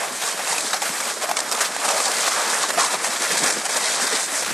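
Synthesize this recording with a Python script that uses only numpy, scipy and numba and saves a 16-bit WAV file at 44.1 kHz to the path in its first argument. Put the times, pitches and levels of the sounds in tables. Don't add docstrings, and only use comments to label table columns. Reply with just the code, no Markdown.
import sys
import numpy as np
from scipy import signal
from scipy.fft import rfft, irfft
from scipy.io import wavfile
from scipy.ndimage import uniform_filter1d
from numba import njit

SR = 44100
rng = np.random.default_rng(int(sys.argv[2]) if len(sys.argv) > 2 else 0)


def makeup_ratio(level_db):
    decades = np.asarray(level_db, float) / 20
    return 10 ** decades


def output_pcm(signal):
    pcm = np.clip(np.atleast_2d(signal).T, -1, 1) * 32767
    wavfile.write(sys.argv[1], SR, np.round(pcm).astype(np.int16))


N = 199773


def track(table, column):
    rows = np.array(table)
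    return np.interp(np.arange(N) / SR, rows[:, 0], rows[:, column])


def unit(x):
    return x / np.sqrt(np.mean(x ** 2))


def colour(x, points):
    hz, db = np.transpose(points)
    bins = np.maximum(np.arange(len(x) // 2 + 1) * SR / len(x), 1)
    gain = makeup_ratio(np.interp(np.log(bins), np.log(hz), db))
    return irfft(rfft(x) * gain, len(x))


def lowpass(x, hz):
    return signal.sosfiltfilt(signal.butter(2, hz, fs=SR, output="sos"), x)


@njit
def svf(x, hz, width):
    y, band, low = np.empty(len(x)), 0., 0.
    for i in range(len(x)):
        g, k = np.tan(np.pi * hz[i] / SR), width / hz[i]
        v = (band + g * (x[i] - low)) / (1 + g * (g + k))
        band, low, y[i] = 2 * v - band, low + 2 * g * v, k * v
    return y


def steady_band(x, hz, width):
    return svf(x, np.full(len(x), 1. * hz), 1. * width)


def walk(rate):
    k = max(int(SR / rate), N // 999)
    steps = np.repeat(rng.standard_normal(1000), k)[:N]
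    return unit(uniform_filter1d(uniform_filter1d(steps, k), k))


def crystals(scatter_db, smear_s, share):
    snaps = makeup_ratio(scatter_db * np.minimum(rng.exponential(size=N), 8))
    fade = np.exp(-1 / (smear_s * SR))
    power = signal.lfilter([1 - fade], [1, -fade], snaps ** 2)
    return rng.standard_normal(N) * np.sqrt(1 - share + share * power / power.mean())


def patchy(x, edges_hz, patchy_db, rate):
    below = [lowpass(x, hz) for hz in edges_hz]
    bands = np.diff([0 * x, *below, x], axis=0)
    return unit(sum(band * makeup_ratio(patchy_db * walk(rate)) for band in bands))


# [t/s, load on the snow level/dB, iciness (hiss over hull) level/dB,
# nose toward the camera (upper over lower hull) level/dB]
SLIDE = [(0, -32, -10.5, -1), (.17, -32.5, -0.5, 0), (.38, -30.5, 1, 1), (.5, -30, 1.5, 1), (1, -30, 2, 0),
         (1.33, -32.5, -2.5, 0), (1.76, -30, -1, 0.2), (1.93, -25.5, -1, -0.5), (2.57, -26, -0.5, 0.44),
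         (2.69, -30.5, -3, 0.5), (2.94, -29, -4, -0.4), (3.29, -28.5, 0.5, 0.5), (3.45, -25.5, -0.5, 0.64),
         (3.7, -30.5, -2.5, 0.6), (3.92, -27, 1.5, 1.3), (4.16, -25.5, -0.5, 1.1), (4.27, -30, -1.5, 1.2),
         (4.45, -30, 7.5, 0.4)]


def glide_db(icy):
    return track(SLIDE, column=1) + icy * track(SLIDE, column=2) / 2


def centre_hz():
    octaves = 0.8 * track(SLIDE, column=3)
    return np.clip(1120 * 2 ** octaves, 500, 2500)


# [t/s, half length/ms, hull level/dB, hiss level/dB], only levels below 0 act
DIPS = [(.11, 12, -2.5, -3), (.19, 12, -2, -1.5), (.335, 12, -1.5, 2), (.41, 10, 0, -1),
        (.615, 12, -4, -0.5), (.795, 22, -3.5, -3), (.925, 9.4, -5.5, -1), (1.155, 27, -5, -2),
        (1.2, 15, -4.5, 1.5), (1.265, 10, 1.5, -3), (1.345, 15, -1, -2), (1.7, 10, -2.5, 0),
        (1.775, 15, -2.5, -1), (2.04, 13, -3.5, -1), (2.19, 12, -2, -2), (2.36, 8.1, -1, -2),
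        (2.465, 17, -3, 0), (2.67, 12, -2, 2), (2.722, 6.1, -1, 2), (2.762, 10, 0, -6),
        (2.985, 18, -1.5, -1.5), (3.19, 19, -4.5, 0), (3.635, 10, -2, -2.5), (3.678, 7.5, -5, -1),
        (3.84, 10, 1, -6), (4.22, 9.1, -5, 0), (4.265, 16, -3, 0), (4.38, 10, 3, 0), (3.275, 25, 0, -1),
        (2.89, 15, 0, 0), (3.41, 12, -0.5, 1), (.36, 15, 0, -1), (2.3, 12, -3, -2), (1.54, 5.4, -1, 1)]


def dipped(column):
    ms = np.arange(N) * 1000 / SR
    dip_db = sum(min(row[column], 0) * np.exp(-((ms - 1000 * row[0]) / max(row[1], 3)) ** 4) for row in DIPS)
    return makeup_ratio(dip_db)


# [t/s of greatest load, half length/ms, hull level/dB, hiss level/dB]
HUMPS = [(.02, 39, -37, -32.5), (0.265, 30, -22.5, -24), (0.523, 48, -22, -23.5), (.665, 24, -34, -28),
         (0.863, 10, -26, -25), (1.06, 44, -39, -26.5), (1.225, 10, -31, -23), (1.385, 21, -30, -27),
         (1.43, 34, -50, -38), (1.62, 12, -21, -20), (1.655, 17, -29, -23.5), (1.855, 8.7, -17, -18),
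         (1.912, 9.4, -20, -19), (1.972, 12, -22.5, -22), (2.22, 18, -43, -20.5), (2.272, 17, -23, -19),
         (2.624, 22, -31, -21.5), (2.692, 6.7, -27, -22.5), (2.804, 19, -15, -17), (2.853, 25, -26, -19.5),
         (2.935, 21, -29, -22), (3.064, 16, -32, -22.5), (3.135, 14, -30, -20), (3.24, 20, -29, -24),
         (3.325, 15, -23, -20.5), (3.35, 11, -23, -24), (3.385, 11, -35, -19.5), (3.474, 12, -16, -19),
         (3.725, 33, -38, -22), (3.769, 9.3, -17, -18), (3.857, 40, -25, -21.5), (4.023, 20, -37, -20),
         (4.158, 9.3, -32, -20), (4.217, 29, -56, -22), (4.356, 43, -29.5, -20.5), (4.49, 23, -29, -42),
         (.05, 9.3, -35, -33), (.44, 8, -36, -28), (.7, 13, -30, -30), (.768, 8, -33, -27),
         (.882, 8, -35, -26), (.942, 11, -31, -30), (1.46, 7.3, -41, -32), (1.572, 10, -28, -25),
         (1.81, 7.5, -33, -36), (1.95, 8, -30, -25), (2.545, 12, -29, -30), (2.585, 12, -38, -23),
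         (3.11, 14, -49, -23), (3.975, 12, -34, -27)]
# [t/s, hull level/dB, hiss level/dB]
LUMPS = [(.314, -32, -24), (0.377, -36, -28), (.655, -27, -37), (0.903, -36, -34), (1.17, -44, -34),
         (1.314, -16, -23), (1.37, -23, -13.5), (1.42, -27, -42), (1.465, -25, -31), (1.494, -54, -28),
         (1.551, -24, -24), (1.719, -29, -32), (2.317, -31, -43), (2.629, -20, -19), (2.705, -12.5, -21.5),
         (2.74, -25, -32), (2.778, -20, -28), (2.865, -35, -30), (3.185, -44, -34), (3.266, -22, -37),
         (3.373, -15, -20), (3.744, -44, -20.5), (3.944, -36, -33), (4.464, -19, -28), (0.084, -36, -30),
         (1.295, -30, -29), (1.478, -44, -29), (2.76, -28, -40), (2.955, -30, -32), (3.308, -26, -24),
         (3.462, -20, -22), (4.339, -35, -23)]
# [t/s, hull level/dB, hiss level/dB, struck pitch f/Hz]
CRUNCHES = [(0.219, -23, -23.5, 880), (.394, -24, -33, 800), (.699, -34, -42, 880), (0.734, -15, -24, 1050),
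            (.826, -23.5, -22.5, 820), (1.004, -23, -25, 1480), (1.072, -23, -25, 1490),
            (1.1, -28, -23.5, 865), (1.237, -23.5, -23, 665), (1.291, -20, -32, 800),
            (1.523, -18, -16.5, 1400), (1.588, -21.5, -19.5, 1120), (1.609, -17, -14.5, 1720),
            (1.883, -17.5, -20.5, 766), (2.056, -33, -19.5, 830), (2.184, -18, -30, 1900),
            (2.398, -20, -37, 1100), (2.808, -18, -29, 1100), (3.163, -26, -24, 1710),
            (3.315, -28, -21, 1920), (3.436, -23, -17, 646), (3.503, -21, -19, 1580),
            (3.654, -21, -21, 740), (3.696, -19, -22, 2390), (4.07, -25, -17, 1580),
            (4.127, -26, -21, 1880), (4.425, -17, -25, 550)]
# [t/s, hull level/dB, hiss level/dB, struck pitch f/Hz]
SNAPS = [(0.238, -20, -21, 800), (0.475, -17, -34, 950), (.525, -32, -25, 850), (.583, -15.5, -21, 2400),
         (.608, -36, -21, 1890), (.744, -22, -24, 806), (.821, -17.5, -18.5, 2060), (.893, -15.5, -27, 775),
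         (1.056, -22, -25, 2300), (1.391, -17, -17, 1750), (1.405, -21, -17.5, 2150),
         (1.516, -22, -19, 1350), (1.765, -16.5, -50, 784), (1.833, -24, -27, 1420),
         (2.003, -14, -19.5, 1160), (2.082, -25, -20, 1590), (2.118, -26, -19, 830),
         (2.279, -13, -21, 1120), (2.64, -18, -26, 1050), (2.85, -16, -19, 2300), (3.046, -24, -18.5, 1030),
         (3.222, -30, -18.5, 1300), (3.39, -25, -20, 1690), (3.526, -36, -22, 1480), (3.569, -30, -36, 470),
         (3.966, -36, -27, 1480), (4.202, -37, -24, 950), (4.319, -24, -34, 1800), (4.449, -36, -19, 1350),
         (1.29, -18, -30, 900), (.733, -19, -20.5, 1500), (.857, -22, -24, 1100), (1.528, -20, -21, 1500),
         (1.62, -25, -24, 1500), (.497, -24, -25, 1200), (3.441, -18, -18, 700)]


def ridges():
    hz = centre_hz()
    rows = [(s, 1.3 * ms, ms, *levels, hz[int(s * SR)]) for s, ms, *levels in HUMPS]
    rows += [(s, 1.7, 4.2, *levels, hz[int(s * SR)]) for s, *levels in LUMPS]
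    rows += [(s, 2.5, 9.7, *rest) for s, *rest in CRUNCHES]
    rows += [(s, 1.44, 2.06, *rest) for s, *rest in SNAPS]
    return np.array(sorted(rows))


def pressure(column, offset_db):
    out, ms = np.zeros(N), np.arange(N) * 1000 / SR
    for row in ridges():
        s, rise_ms, release_ms = row[:3]
        near = slice(max(int((s - .1) * SR), 0), int((s + .1) * SR))
        late = ms[near] - 1000 * s
        u = late / np.where(late < 0, max(0.64 * rise_ms, .5), max(release_ms, 1))
        out[near] += makeup_ratio(2 * (row[column] + offset_db)) * np.exp(-u ** 2)
    return out


# [f/Hz, level/dB]
HISS_TONE = [(2300, -52), (2900, -5), (3800, -0.5), (5500, 1.5), (8100, 2.5), (9500, -2), (11900, -18),
             (13500, -30)]


def pings(count):
    when, pitch, size = rng.random((count, 3)).T
    t = np.arange(500) / SR
    hz = 1800 * 2 ** (2.5 * pitch[:, None])
    fade = t * hz * np.e / 24 * 2
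    loudness = makeup_ratio(-4 * np.log(1 - .96 * size[:, None]))
    ring = loudness * fade * np.exp(-fade) * np.sin(2 * np.pi * hz * t)
    place = (when * (N - len(t))).astype(int)[:, None] + np.arange(len(t))
    return unit(colour(np.bincount(place.ravel(), ring.ravel(), N), HISS_TONE))


def hiss(lumps):
    grains = colour(crystals(scatter_db=5.0, smear_s=0.0014, share=0.35), HISS_TONE)
    grains = patchy(grains, [3430, 4540, 6240, 7200, 10100, 9800], patchy_db=2.5, rate=33)
    low = lowpass(grains, 5500)
    grains = low * makeup_ratio(walk(6.58)) + grains - low
    grains = unit(unit(grains) + makeup_ratio(-10.5) * pings(count=2500))
    glide = makeup_ratio(2 * (glide_db(icy=0.47) + 2.5)) * dipped(column=3) ** 2
    load = glide + pressure(column=4, offset_db=-1.0)
    floor = unit(colour(rng.standard_normal(N), [(7000, -36), (9500, 2), (11500, 0), (13500, -4.5)]))
    return grains * np.sqrt(load) * makeup_ratio(0.18 * lumps) + floor * makeup_ratio(-40.0 + walk(10))


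# [f/Hz, level/dB]
HULL_TONE = [(300, -36), (430, -3), (640, 1), (1100, 0), (1700, -1), (2500, -3.5), (3000, -6), (4000, -13)]
# [f/Hz, width/Hz, level/dB]
HULL_MODES = [(620, 210, -6.5), (740, 170, -27), (880, 24, -21), (1100, 130, -16), (1200, 120, -25),
              (1690, 79, -14)]


def hull(lumps):
    even = unit(colour(crystals(scatter_db=6.5, smear_s=0.006, share=0.28), HULL_TONE))
    lower = lowpass(even, 1400)
    even = lower + (even - lower) * makeup_ratio(track(SLIDE, column=3))
    rub = patchy(even, [576, 800, 1050, 1420, 1800, 2260], patchy_db=2.5, rate=22)
    body = rub + makeup_ratio(-6.5) * svf(rub, centre_hz() * 2 ** (0.4 * walk(8.1)), 1160.0)
    body = body + sum(makeup_ratio(db - 1.5) * steady_band(rub, hz, width) for hz, width, db in HULL_MODES)
    glide = makeup_ratio(glide_db(icy=-0.81) + 2.5 + 0.21 * lumps) * dipped(column=2)
    bumps = ridges()
    times, pitch_hz = bumps[:, 0], bumps[:, 5]
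    struck_hz = pitch_hz[np.searchsorted((times[1:] + times[:-1]) / 2, np.arange(N) / SR)]
    ring = unit(svf(even, struck_hz, 170.0))
    knock = unit(even * makeup_ratio(0.5) + ring * makeup_ratio(-3.5))
    return unit(body) * glide + knock * np.sqrt(pressure(column=3, offset_db=-6.0))


# [f/Hz, level/dB]
RUMBLE_TONE = [(40, -70), (90, -47), (145, -8), (220, -2), (350, -1), (480, -1.5), (700, -76)]
# [t/s, level/dB]
THUDS = [(.08, -43), (.655, -35.5), (.9, -49), (1.32, -38), (1.54, -37.5), (1.88, -33.5), (2.08, -45),
         (2.49, -36), (2.7, -36.5), (2.785, -34.5), (2.955, -43), (3.22, -34), (3.33, -30), (3.43, -28.5),
         (3.57, -33.5), (3.77, -39), (4.02, -34.5), (4.15, -38), (4.33, -36), (4.52, -37.5), (.14, -43),
         (.52, -40), (1.18, -44), (1.44, -41), (2.2, -43), (2.34, -37), (3.85, -40)]


def rumble(lumps):
    ground = unit(colour(crystals(scatter_db=5.5, smear_s=0.0043, share=0.62), RUMBLE_TONE))
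    t, thud_s = np.arange(N) / SR, 0.023
    load = track(SLIDE, column=1)
    weight = makeup_ratio(2 * (-42.5 + 0.46 * (load - load.mean())))
    weight = weight + sum(makeup_ratio(2 * db) * np.exp(-((t - s) / thud_s) ** 2) for s, db in THUDS)
    return ground * np.sqrt(weight) * makeup_ratio(0.42 * lumps + 0.99 * walk(11))


# [t/s, half length/s, f/Hz, level/dB]
SQUEAKS = [
    (0.081, .07, 3800, -43),
    (0.24, .045, 3750, -36.5),
    (0.33, 0.037, 3100, -40),
    (0.15, 0.068, 3000, -46),
]


def squeaks():
    t = np.arange(N // 6) / SR
    air, out = rng.standard_normal(len(t)), np.zeros(len(t))
    for s, half, hz, db in SQUEAKS:
        band = unit(steady_band(steady_band(air, hz, 260), hz, 260))
        out += makeup_ratio(db) * band * np.exp(-((t - s) / half) ** 2)
    return np.pad(out, (0, N - len(t)))


def cracks():
    out, t = np.zeros(N), np.arange(400) / SR
    bumps = ridges()
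    chance = rng.standard_normal((len(bumps), len(t)))
    for (s, rise_ms, _, hull_db, hiss_db, hz), grit in zip(bumps, chance):
        steep = 1 / (1 + (rise_ms / 2.5) ** 4)
        ring = makeup_ratio(hull_db - 2.0) * np.sin(2 * np.pi * hz * t) * np.exp(-t / 0.0018)
        snap = makeup_ratio(hiss_db + 7.0) * (grit - np.roll(grit, shift=4)) * np.exp(-t / 0.00089)
        i = max(int((s - rise_ms / 1000) * SR), 0)
        out[i:i + len(t)] += steep * (ring + snap)[:N - i]
    return out


# [t/s of greatest ring, f/Hz, level/dB, half length/ms]
RINGS = [(.529, 850, -20.5, 5.6), (.583, 2590, -19, 2.8), (.734, 3800, -18, 3.3), (.746, 778, -20, 7.2),
         (.823, 830, -15.5, 3.6), (.825, 2040, -24, 3), (.02, 1050, -25, 8), (.277, 1150, -24, 6.2),
         (0.473, 999, -19, 3), (.517, 4440, -19, 3), (.584, 3900, -25, 2), (.858, 4530, -26, 3),
         (0.899, 205, -30, 6), (1.17, 520, -26.5, 3.1), (1.293, 944, -22, 4.5), (1.405, 1800, -23, 3.6),
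         (1.528, 1495, -26, 4.4), (1.556, 1250, -26, 8.2), (1.89, 2680, -20, 3), (2.002, 2490, -21, 2.7),
         (2.081, 4570, -19, 3), (2.848, 2170, -22, 3.5), (3.47, 1505, -29, 9.1), (3.569, 470, -24, 3.5),
         (4.07, 2000, -24, 3), (4.13, 446, -21.5, 6.5), (1.241, 620, -17.5, 2.4), (1.304, 720, -23.5, 6.6),
         (1.315, 780, -15.5, 3.5), (1.372, 2200, -19, 3), (1.61, 1700, -22, 5.4), (1.93, 629, -24, 19),
         (2.057, 4320, -18, 3), (2.64, 1100, -14, 2.6), (2.706, 4070, -18, 2.6), (2.708, 1850, -20, 3),
         (2.781, 690, -14.5, 7.3), (2.797, 1270, -14, 3.9), (2.814, 1085, -15, 13), (2.841, 1100, -15, 3.3),
         (2.866, 4640, -30, 3), (3.316, 1800, -31, 4), (3.322, 5000, -27, 3), (3.36, 910, -23, 4.6),
         (3.38, 1700, -23, 5.2), (3.774, 650, -21.5, 6.5), (1.296, 640, -20.5, 5), (1.372, 2900, -24, 3),
         (1.03, 2210, -25.5, 5)]


def rings():
    out, t = np.zeros(N), np.arange(N) / SR
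    waver = np.cumsum(1 + 0.0153 * walk(90)) / SR
    for s, hz, db, ms in RINGS:
        near = slice(int((s - .06) * SR), int((s + .09) * SR))
        u = (t[near] - s) * 1000 / max(ms, 1)
        swell = np.exp(-(u * np.where(u < 0, 1.4, 1)) ** 2)
        out[near] += makeup_ratio(db) * swell * np.sin(2 * np.pi * hz * waver[near])
    return out * makeup_ratio(1.9 * walk(220))


# [from t/s, to t/s, start f/Hz, end f/Hz]
NOTCHES = [(2.9, 2.99, 2960, 2960), (3.26, 3.34, 2940, 2920), (3.35, 3.43, 2850, 2850),
           (3.43, 3.54, 2930, 2880), (3.46, 3.53, 2860, 2860), (3.48, 3.54, 3260, 3250),
           (3.7, 3.79, 2820, 2860), (3.64, 3.7, 3590, 3590), (3.69, 3.8, 2780, 2880),
           (3.81, 3.89, 3430, 3470), (4.0, 4.1, 3350, 3330), (4.04, 4.13, 2800, 2830),
           (4.2, 4.28, 3290, 3220), (4.06, 4.1, 2970, 2970)]


def cancelled(mid):
    width_hz, fade_s = 100., .012
    for a, b, start_hz, end_hz in NOTCHES:
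        near = slice(int((a - .05) * SR), int((b + .05) * SR))
        t = np.arange(N)[near] / SR
        depth = np.clip(np.minimum(t - a, b - t) / fade_s + .5, 0, 1)
        part, hz = mid[near], np.interp(t, [a, b], [start_hz, end_hz])
        for _ in range(2):
            part = part - depth * svf(part, hz, width_hz)
        mid = np.concatenate([mid[:near.start], part, mid[near.stop:]])
    return mid


# [t/s, half length/s, level/dB]
PUFFS = [
    (3.01, 0.023, -61),
    (3.254, .03, -50),
    (3.705, 0.033, -59),
    (4.37, 0.039, -55),
    (4.465, 0.033, -44),
    (4.525, 0.019, -30),
]


def breeze():
    t = np.arange(N) / SR
    tone = [(25, -35), (60, -10), (100, -1), (200, -14), (500, -23), (1200, -41)]
    air = unit(colour(rng.standard_normal(N), tone))
    return air * sum(makeup_ratio(db) * np.exp(-((t - s) / half) ** 2) for s, half, db in PUFFS)


# [f/Hz, level/dB]
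WIDTH = [(100, -27), (250, -17), (800, -13.5), (2200, -17.5), (4500, -16), (7500, -18), (10500, -6.5),
         (13000, -23)]


def scattered(mid):
    scatter = rng.standard_normal(300) * np.exp(-np.arange(300) / 80)
    late = np.convolve(mid, scatter / np.linalg.norm(scatter))[:N]
    return colour(late - 0.42 * mid, WIDTH)


def scene():
    lumps = 0.12 * walk(23.0) + 0.18 * walk(45)
    low = hull(lumps) + rumble(lumps)
    pan_db = -3 + 0.9 * np.arange(N) / SR + walk(7.82)
    pan = makeup_ratio(pan_db / 2)
    mid = low + hiss(lumps) + cracks()
    mid = cancelled(mid + rings() + squeaks())
    side = scattered(mid) + makeup_ratio(4.0) * low * (pan - 1 / pan) / 2
    return np.array([mid + side, mid - side])


# [f/Hz, level/dB]
CASING = [(2700, -1), (2900, -4.5), (3100, -2), (7600, -2), (8200, -1), (8800, -1.5)]


def microphone(mid):
    wind_cut = signal.butter(5, 128, "high", fs=SR, output="sos")
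    return signal.sosfilt(wind_cut, colour(mid, CASING))


def starved(mid, centres_hz, often):
    for k, hz in enumerate(centres_hz):
        gate = np.clip(3 * (walk(18) + often + 0.36 * k), 0, 1)
        for _ in range(2):
            mid = mid - gate * steady_band(mid, hz, 280)
    return mid


def kept(side, centres_hz, often):
    out = np.zeros(N)
    for hz in centres_hz:
        band = steady_band(steady_band(side, hz, hz / 7.6), hz, hz / 7.6)
        out += band * np.clip(2 * (walk(14) + often), 0, 1)
    return out


# [from t/s, to t/s]
WIDE = [(0.0, 0.007), (0.307, 0.356), (0.472, 0.521), (1.16, 1.209), (1.45, 1.588), (1.754, 1.808),
        (1.889, 1.933), (2.353, 2.402), (2.517, 2.571), (2.692, 2.826), (3.291, 3.374), (3.759, 3.813),
        (3.889, 3.933), (4.019, 4.068), (4.233, 4.282), (4.533, 4.517)]


def folded(side):
    t = np.arange(N) / SR
    apart = uniform_filter1d(sum(1. 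* (t > a) * (t < b) for a, b in WIDE), size=300)
    narrow = kept(side, [416.0, 550.0, 675.0, 850., 1050., 1160.0], often=-0.12)
    narrow = narrow + kept(side, [2950., 3400., 3750.], often=-1.44)
    wide = signal.sosfiltfilt(signal.butter(2, 90, "high", fs=SR, output="sos"), apart * side)
    return wide + (1 - apart) * narrow * np.interp(t, [2.9, 3.3], [1, 0]) * makeup_ratio(5.0)


def top_cut(both, hz):
    return signal.sosfilt(signal.ellip(12, .3, 85, hz, fs=SR, output="sos"), both)


def band_limit(x):
    return signal.sosfilt(signal.butter(12, 13730, fs=SR, output="sos"), x)


def record(dry):
    t = np.arange(N) / SR
    dry = .9 * np.tanh(dry / .9)
    mid, side = (dry[0] + dry[1]) / 2, (dry[0] - dry[1]) / 2
    top_slices_hz = [11000.0, 11200.0, 11800.0, 12050.0, 12330.0, 12800.0, 12900.0]
    mid = starved(microphone(mid), top_slices_hz, often=np.interp(t, [2.2, 2.8, 4.5], [-2, -1, -2]))
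    side = folded(side) + breeze()
    both = np.array([mid + side, mid - side])
    early, late = top_cut(both, 12900), top_cut(both, 12400)
    lowered = np.clip((t - 1.57) / .02 + .5, 0, 1)
    return band_limit(early + lowered * (late - early))


dry = scene()
out = record(dry)
output_pcm(out)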